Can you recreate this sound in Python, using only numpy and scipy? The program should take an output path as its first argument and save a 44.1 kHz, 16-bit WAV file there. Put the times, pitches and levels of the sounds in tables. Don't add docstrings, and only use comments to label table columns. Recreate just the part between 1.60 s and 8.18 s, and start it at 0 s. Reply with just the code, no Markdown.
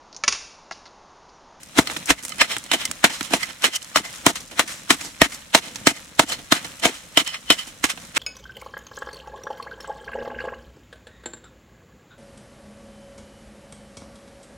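import sys
import numpy as np
from scipy import signal
from scipy.io import wavfile
from scipy.ndimage import uniform_filter1d

SR = 44100
rng = np.random.default_rng(int(sys.argv[2]) if len(sys.argv) > 2 else 0)


def output_pcm(signal):
    pcm = np.clip(np.atleast_2d(signal).T, -1, 1) * 32767
    wavfile.write(sys.argv[1], SR, np.round(pcm).astype(np.int16))


N = 290178


def undb(db):
    return 10 ** (np.asarray(db) / 20)


def ring(x, modes, levels=None):
    out, click, response = 0, np.eye(1, 8192)[0], 0
    for k, (hz, width, db) in enumerate(modes):
        b, a = signal.iirpeak(hz, hz / width, SR)
        gain = (-1) ** k * undb(db)
        out = out + gain * signal.lfilter(b, a, x if levels is None else levels[k] * x)
        response = response + gain * signal.lfilter(b, a, click)
    return out / np.sqrt(np.sum(response ** 2))


def grains(alike, scatter_db, grain_ms, lag=0):
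    length = max(int(grain_ms * SR / 1000), 1)
    grain_db = scatter_db * np.minimum(rng.exponential(size=N)[:N // length + 1], 4)
    sizes = uniform_filter1d(np.repeat(undb(grain_db), length)[:N], length)
    shared, left, right = rng.standard_normal((3, N)) * sizes / np.sqrt(np.mean(sizes ** 2))
    centre = np.array([shared, np.roll(shared, lag)])
    return np.sqrt(alike) * centre + np.sqrt(1 - alike) * np.array([left, right])


def swell(ms, rise_ms, fall_ms):
    return np.exp(np.minimum(ms, 0) / rise_ms - np.maximum(ms, 0) / fall_ms)


# (time [s], level [dB])
WIND_LEVELS = [(0.0, -61), (1.7, -56), (2.09, -63.5), (2.66, -56.5), (4.56, -58.5), (4.78, -50.5),
               (5.22, -59), (6.58, -55)]


def wind():
    s, db = np.transpose(WIND_LEVELS)
    rumble = ring(grains(.59, .46, 45), [(34, 13, .5), (69, 74, 3.5), (112, 153, -2.5)])
    return undb(np.interp(np.arange(N) / SR, s, db)) * rumble


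# (frequency [Hz], width [Hz], level [dB])
GRIT_MODES = [(1182, 950, 18.5), (2067, 920, 23), (3230, 1810, 19.5), (4314, 560, 17.5)]
HISS_MODES = [(5080, 2600, -10), (7780, 3980, -9), (11490, 2200, -14), (13160, 2000, -19.5)]
CLOD_MODES = [(194, 188, 1), (314, 173, -1), (523, 130, -5)]
# (grit [dB], clods [dB], hiss [dB])
SLIDE_DB = (-53.5, -55.5, -53)


def trickle(rise_ms=146, fade_ms=120, dust_db=-.55):
    ms = np.arange(N) / SR * 1000
    power = np.outer(undb(SLIDE_DB) ** 2, np.ones(N))
    for row in BLADE_CHOPS:
        delay_ms, fall_db, clod_db = row[14:]
        fall = swell(ms - row[0] * 1000 - delay_ms, rise_ms, fade_ms)
        power += np.outer(undb([fall_db, fall_db + clod_db, fall_db + dust_db]), fall) ** 2
    grit, thud, hiss = np.sqrt(power)
    crumbs = ring(grit * grains(.25, 3, 1.2), GRIT_MODES)
    clods = ring(thud * grains(.85, 3.5, 4), CLOD_MODES)
    dust = ring(hiss * grains(.25, 3.8, .8), HISS_MODES)
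    return crumbs + clods + dust


def favour(modes, pitch_hz, lift_db, octaves):
    distance = np.log2(np.array(modes)[:, 0] / pitch_hz) / octaves
    return lift_db * (np.exp(-distance ** 2) - .5)


# (ground [dB], grit [dB], hiss [dB], blade [dB])
MIC_BALANCE_DB = (2.5, 1.7, 2.6, 1)


def contact(power, row, shapes, knock_db=None):
    s, level_db, thud_db, hiss_db, pan_db, blade_db, pitch_hz = row[:7]
    if knock_db is None:
        knock_db = -4 + .58 * thud_db
    at = slice(max(int((s - .07) * SR), 0), min(int((s + .16) * SR), N))
    ms = (np.arange(at.start, at.stop) / SR - s) * 1000
    nearest_hz = min((mode[0] for mode in BLADE_MODES), key=lambda hz: abs(np.log(hz / pitch_hz)))
    taken_db = 10 * np.log10(1 + undb(2 * blade_db))
    drives_db = (np.where(np.array(GROUND_MODES)[:, 0] < 400, thud_db, knock_db),
                 favour(GRIT_MODES, pitch_hz, 2.5, .4) - taken_db,
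                 hiss_db + favour(HISS_MODES, pitch_hz, 7, .2) - taken_db / 2,
                 blade_db + favour(BLADE_MODES, nearest_hz, 9, .05) - taken_db)
    for layer, port_db, db, shape in zip(power, MIC_BALANCE_DB, drives_db, shapes):
        sides_db = (pan_db + port_db) * np.array([[.5], [-.5]])
        layer[:, :, at] += (undb(level_db + db[:, None, None] + sides_db) * shape(ms)) ** 2


# (time [s], level [dB], thud [dB rel], hiss [dB rel], left minus right [dB], blade over grit [dB],
#  favoured pitch [Hz], decay [ms])
LANDINGS = [(0.0315, -38, -10, 10, -3, -19, 6700, 3.7), (0.272, -14, -29, -8, -2, 3.5, 3840, 3.6),
            (0.299, -18, -10, -17, -5, -8, 1690, 1.5), (0.364, -20, -4.5, -14, -5, -22, 3120, 5.1),
            (0.369, -26, -15, 8.5, -2, -17, 2630, 2.5), (0.4575, -45, -22, 18.5, 4, -8, 7370, 6.2),
            (0.4724, -45, -4, 19, 5, -13, 1700, 4.2), (0.627, -42, -22, 9, -5, -8, 7880, 3.9),
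            (0.634, -35, -9, 3, -2.5, -5, 7690, 11), (0.6502, -27, -22, 4, -5, -17, 7650, 4.7),
            (0.662, -46, -22, 9, 3, -8, 7800, 6.8), (0.682, -33, -27, 2, -10, -3, 7870, 3.8),
            (0.6933, -32.5, -31, 8.5, 1, 7, 8260, 4.5), (0.7007, -33, -24, -6, -13, 11, 8090, 7.8),
            (0.721, -16, -39, -19, -8, 23, 2520, 1.5), (0.7835, -34, -2, 9, -14, -14, 2120, 1.7),
            (0.966, -20.5, -5, -3, -3, -23, 1220, 4), (0.9838, -41, -22, 16, -4, -6, 7700, 1.9),
            (1.0395, -39.5, -24, 13.5, -5, -1, 6130, 3.3), (1.062, -34.5, -3, 3, -5, -2, 3780, 4.9),
            (1.253, -15.5, -28, 13, -4, 15, 2050, 3.9), (1.277, -34, -20, -10, -9, -10, 3230, 2.8),
            (1.313, -22.5, -17, 10, -7, -18, 6750, 2.3), (1.6089, -12, -6, -7, -4, -9, 2520, 2.6),
            (1.629, -30, -29, 10, -11, 1, 6160, 3.4), (1.7075, -31, 4.5, 3, -8, -2, 2400, 3.7),
            (2.022, -35, -24, 12, 3, -14, 2980, 2.8), (2.218, -37.5, -30, -10, -22, -3, 2880, 1.9),
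            (2.2264, -41, -28, 15.5, -4, -8, 5800, 4), (2.245, -36.5, -26, 14, -4, 0, 5900, 2.4),
            (2.3722, -15.5, -1.5, -3, -2, -15, 1420, 7.2), (2.9122, -35.5, -2, 0, -4, -8, 2760, 21),
            (3.7454, -40.5, -1, 15, -2, -2, 6070, 5.9), (4.1577, -27.5, -22, 3.5, -6, -6, 5550, 5.3),
            (5.676, -22.5, -31, 7, 1, -12, 3010, 1.8), (5.922, -18.5, -16, 2, -8, 1, 1820, 12),
            (6.3747, -31, -6, -17, -7, -14, 1470, 7.5), (6.5494, -33, -15, 7, -8, -3, 1770, 1.5)]


def pebbles(power):
    for row in LANDINGS:
        contact(power, row, [lambda ms: swell(ms, .1, row[7])] * 4)


# (seven contact columns, hollow knock [dB rel], blow decay [ms],
#  slice [dB rel], slice rise [ms], plough [dB rel], slump [dB rel], boom [dB rel],
#  delay of falling soil [ms], its grit [dB], its clods over its grit [dB])
BLADE_CHOPS = [(0.188, -6.5, -2.5, -2, -1, -20, 1434, -6.5, 6.2, -4, 9.7, -26, -43, -19, 160, -37.5, -3.5),
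               (0.5048, -7.5, -8, -1, -3, -21, 1790, -10.5, 9.5, -1.5, 9.6, -58, -40, -17, 242, -43, -3.5),
               (0.8151, -3, -19, -8.5, -3, 0.5, 2430, -14, 5.8, -5.5, 9.1, -23.5, -37, -35, 170, -43, -2.5),
               (1.1149, -10, -18, -5.5, -5, -5, 2780, -15, 6.1, -25, 15, -30, -21, -49, 191, -41.5, -4),
               (1.441, -2, -9.5, -4.5, -1.5, -18, 1660, -10.5, 9.4, -17, 6.1, -28.5, -42, -51, 175, -40.5, -8),
               (1.7356, -10, -5, -2, -4, -10.5, 2580, -6.5, 7.2, -12, 17, -19.5, -37, -24, 121, -40, -8.5),
               (2.0412, -5.5, -27, -25, -3.5, 1, 2900, -18, 3.4, -27, 7, -31, -24, -48, 229, -45.5, -11),
               (2.359, -6.5, -21, -4, -0.5, 2, 1310, -12, 9, -13.5, 6.4, -20.5, -20.5, -31, 194, -39.5, -9),
               (2.6646, -2, -4, -1.5, -2.5, -11, 1043, -6.5, 3.25, -17, 6.5, -20.5, -35, -29, 110, -44, -3),
               (2.9935, -7, -13.5, -3, -1, -35, 1410, -10.5, 8.5, -14.5, 12.7, -27, -27, -57, 113, -44.5, -0.5),
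               (3.3053, -4, -5, -3.5, -2, -7, 1460, -18.5, 6.1, -5.5, 5.2, -20, -29, -79, 100, -40.5, -9.5),
               (3.6167, 8.5, -15.5, -6.5, -1, -2.5, 1870, -16, 2.04, -24.5, 5.7, -27, -33.5, -29.5, 131, -41.5, -6.5),
               (3.9479, 1.5, -13, -4, -2.5, -20, 4010, -9, 4.6, -15, 6.4, -24, -29, -47, 244, -43.5, 0.5),
               (4.2699, 0.5, -11, -2.5, -2, 0, 2400, -12, 4.5, -14.5, 5.2, -22.5, -27, -38, 120, -45.5, -5),
               (4.594, 2, -13.5, -3.5, -3, -15.5, 1062, -5.5, 4.1, -20, 5.8, -28.5, -28, -36, 189, -48, -1),
               (4.9222, -2, -12, -5, -2, -9.5, 1100, -15, 4.5, -10.5, 5.1, -22.5, -26, -49, 140, -40, -4.5),
               (5.2538, -9.5, -9, -1.5, -1.5, -25, 2280, -5.5, 8.1, -2.5, 8.5, -21, -15.5, -23, 190, -53.5, 0.5),
               (5.5732, -1.5, -13, -6, -4, -4, 2820, -15.5, 3.8, -19, 6.6, -18, -26, -49, 97, -42.5, -8),
               (5.9022, -2, -12, -8, 0.5, 1, 3160, -15, 8, -25.5, 12.4, -29, -47, -30, 90, -42.5, -7.5),
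               (6.2402, -10.5, -12, -1, -5, -11, 1650, -16, 9.4, -10, 5, -26.5, -25, -23, 194, -44.5, -3.5),
               (6.568, -12.5, -17, -4, -4, -5, 1720, -15, 15, -4, 7.3, -27, -22, -47, 150, -55, -6)]


def chops(power, plough_ms=43.4, stop_ms=11, rub_db=6, crumble_db=3):
    for row in BLADE_CHOPS:
        knock_db, blow_ms, slice_db, slice_ms, plough_db, slump_db = row[7:13]
        blow = lambda ms: swell(ms, .1, blow_ms)
        cut = lambda ms: (ms < 0) * undb(slice_db) * swell(ms, slice_ms, 1)
        plough = lambda ms: (ms >= 0) * undb(plough_db) * (1 - np.tanh((ms - plough_ms) / stop_ms)) / 2
        earth = lambda ms: blow(ms) + cut(ms) + plough(ms)
        dust = lambda ms: blow(ms) + cut(ms) + undb(crumble_db) * plough(ms)
        steel = lambda ms: blow(ms) + undb(rub_db) * cut(ms) + plough(ms)
        contact(power, row, (earth, earth, dust, steel), knock_db)
        slump = (row[0], row[1], slump_db, 0, row[4], 0, row[6])
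        contact(power, slump, [lambda ms: swell(ms - plough_ms, 4.4, 4.4)], knock_db=slump_db - 12)


def booms(boom_hz=55, decay_s=.015):
    blows, s = np.zeros(N), np.arange(SR // 10) / SR
    for row in BLADE_CHOPS:
        blows[int(row[0] * SR)] = undb(row[1] + row[13])
    shake = np.sin(2 * np.pi * boom_hz * s) * np.exp(-s / decay_s)
    return signal.fftconvolve(blows, shake)[:N]


def clanks(clank_db=-9, decay_ms=4.9):
    out, s = np.zeros((2, N + SR // 20)), np.arange(SR // 20) / SR
    for row in BLADE_CHOPS:
        i, sides_db = int(row[0] * SR), row[4] * np.array([[.5], [-.5]])
        tone = np.sin(2 * np.pi * row[6] * s) * np.exp(-s * 1000 / decay_ms)
        out[:, i:i + len(s)] += undb(row[1] + clank_db + sides_db) * tone
    return out[:, :N]


# (seven contact columns, rise [ms], fade [ms])
GRIT_SCRAPES = [(0.3176, -29, -3.5, -1.5, -4, -12, 1470, 28, 11),
                (0.5906, -36.5, -22, 0.5, -3, 3, 1930, 15, 15), (0.917, -20, -19, -5, -3, 3, 3270, 20, 27),
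                (1.137, -13.5, -7, -3, -2.5, -6, 2830, 6.3, 12),
                (1.2144, -26, -23, -3, -2, -4, 2900, 30, 25), (1.5, -25.5, -11, -3, -3, -3, 1890, 4.5, 19),
                (1.5394, -29.5, -22, 2, -3.5, -3, 4300, 24, 35),
                (1.6501, -34, -33, 3, -13, 1, 3480, 15, 21), (1.8103, -31, -40, 1, -4, -4, 2050, 17, 21),
                (1.8318, -17.5, -29, -1, -7.5, 9, 1980, 3.5, 6),
                (1.907, -35, -11, -9, -11, 0, 1920, 38, 8.6),
                (2.0497, -11.5, -14.5, -1.5, -3, -3, 2740, 11, 16.1),
                (2.139, -25, -26, -1.5, -2, 4, 3020, 11, 15.5),
                (2.1617, -18, -45, 7, -3, 9.5, 3080, 8.8, 4.7),
                (2.452, -28.5, -15, -1, -2, -0.5, 2160, 8.6, 19),
                (2.758, -25, -31, 1.5, -2, -3, 4030, 3.2, 14.4),
                (2.806, -37.5, -7, 8, -6, 0, 4070, 3.2, 9.1),
                (3.0774, -33.5, -33, 4.5, -1, -7, 1840, 2.3, 79),
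                (3.127, -34, -29, 0, -3, -9, 990, 39, 4.3), (3.411, -28, -19, 3, -3, -5, 1900, 3.7, 11),
                (3.448, -36, -3, 6.5, -4, -16, 5800, 18, 33), (3.722, -31.5, -26, 3, -2, -1, 2150, 2.8, 18),
                (4.042, -34.5, -23, -2, -3, -1, 2620, 30, 54), (4.086, -35, -3.5, -1, -5, 0, 3500, 40, 3.9),
                (4.374, -34, -18, 0, -4, 8, 2090, 26, 5.5), (4.7, -25, -12, 3.5, -2.5, 1, 2930, 14, 6.1),
                (4.722, -20, -14.5, -1.5, -2.5, -2.5, 4320, 8.3, 17),
                (4.789, -36, 0, -5, -4, -5, 3540, 4.9, 15), (4.9656, -23.5, -19, -5, -3, -3, 1860, 15, 20),
                (5.0472, -26, -13, -2.5, -6, -2, 1640, 2.8, 8.6),
                (5.198, -37.5, -19, 8.5, -3, -1, 3100, 3.2, 5.7),
                (5.2345, -16.5, -10, -8, -2.5, 1.5, 2660, 6.7, 33),
                (5.3494, -37, -35, 1.5, -4, -9, 2800, 56, 52), (5.669, -24, -36, -34, -5, 8, 2800, 6.4, 29),
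                (5.746, -22, -30, -30, -2, 6, 2490, 15, 14), (5.991, -26, -40, -1, -4.5, 4, 2750, 8.8, 23),
                (6.0726, -39, -4.5, 6, -6, -5, 2800, 4.6, 24),
                (6.3028, -18.5, -29, -1, -4, -1, 2580, 8.4, 12)]


def scrapes(power):
    for row in GRIT_SCRAPES:
        contact(power, row, [lambda ms: swell(ms, row[7], row[8])] * 4)


def pushes(rows, push_db, push_ms):
    out, length = np.zeros(N), push_ms * SR / 1000
    half_sine = np.sin(np.pi * np.arange(int(length)) / length)
    for row in rows:
        i = int(row[0] * SR)
        out[i:i + len(half_sine)] = undb(push_db) * half_sine
    return out


# (frequency [Hz], width [Hz], level [dB])
GROUND_MODES = [(130, 60, -13), (190, 70, -8), (290, 65, 0), (500, 100, -7), (668, 85, -2), (915, 120, -6)]
BLADE_MODES = [(1260, 65, -6), (1800, 90, -11), (2060, 65, 1), (2480, 55, -10), (3030, 80, 2),
               (3300, 110, -11), (4200, 80, -3), (5360, 110, -2), (6480, 110, -10), (8020, 110, -5)]


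def digging():
    layers = (GROUND_MODES, GRIT_MODES, HISS_MODES, BLADE_MODES)
    power = [np.zeros((len(modes), 2, N), np.float32) for modes in layers]
    pebbles(power)
    chops(power)
    scrapes(power)
    ground, grit, hiss, blade = map(np.sqrt, power)
    crack = pushes(BLADE_CHOPS + LANDINGS, push_db=-2.5, push_ms=.31)
    shove = pushes(BLADE_CHOPS, push_db=3, push_ms=.45)
    crunch = ring(grains(.2, 2.5, .6, lag=3) + crack, GRIT_MODES, grit)
    crunch = signal.sosfilt(signal.butter(2, 800, "high", fs=SR, output="sos"), crunch)
    fizz = ring(grains(.59, 2.5, .3), HISS_MODES, hiss)
    fizz = signal.sosfilt(signal.butter(1, 13500, fs=SR, output="sos"), fizz)
    thud = ring(grains(.84, .36, .82, lag=1) + shove, GROUND_MODES, ground)
    steel = ring(grains(.54, 2.5, .6, lag=3) + crack, BLADE_MODES, blade)
    return thud + booms() + clanks() + crunch + fizz + steel


def scene():
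    return digging() + trickle() + wind()


def record(dry):
    top_cut = signal.ellip(8, .2, 60, 16300, fs=SR, output="sos")
    return np.clip(signal.sosfilt(top_cut, np.clip(dry, -.93, .93)), -1, 1)


dry = scene()
out = record(dry)
output_pcm(out)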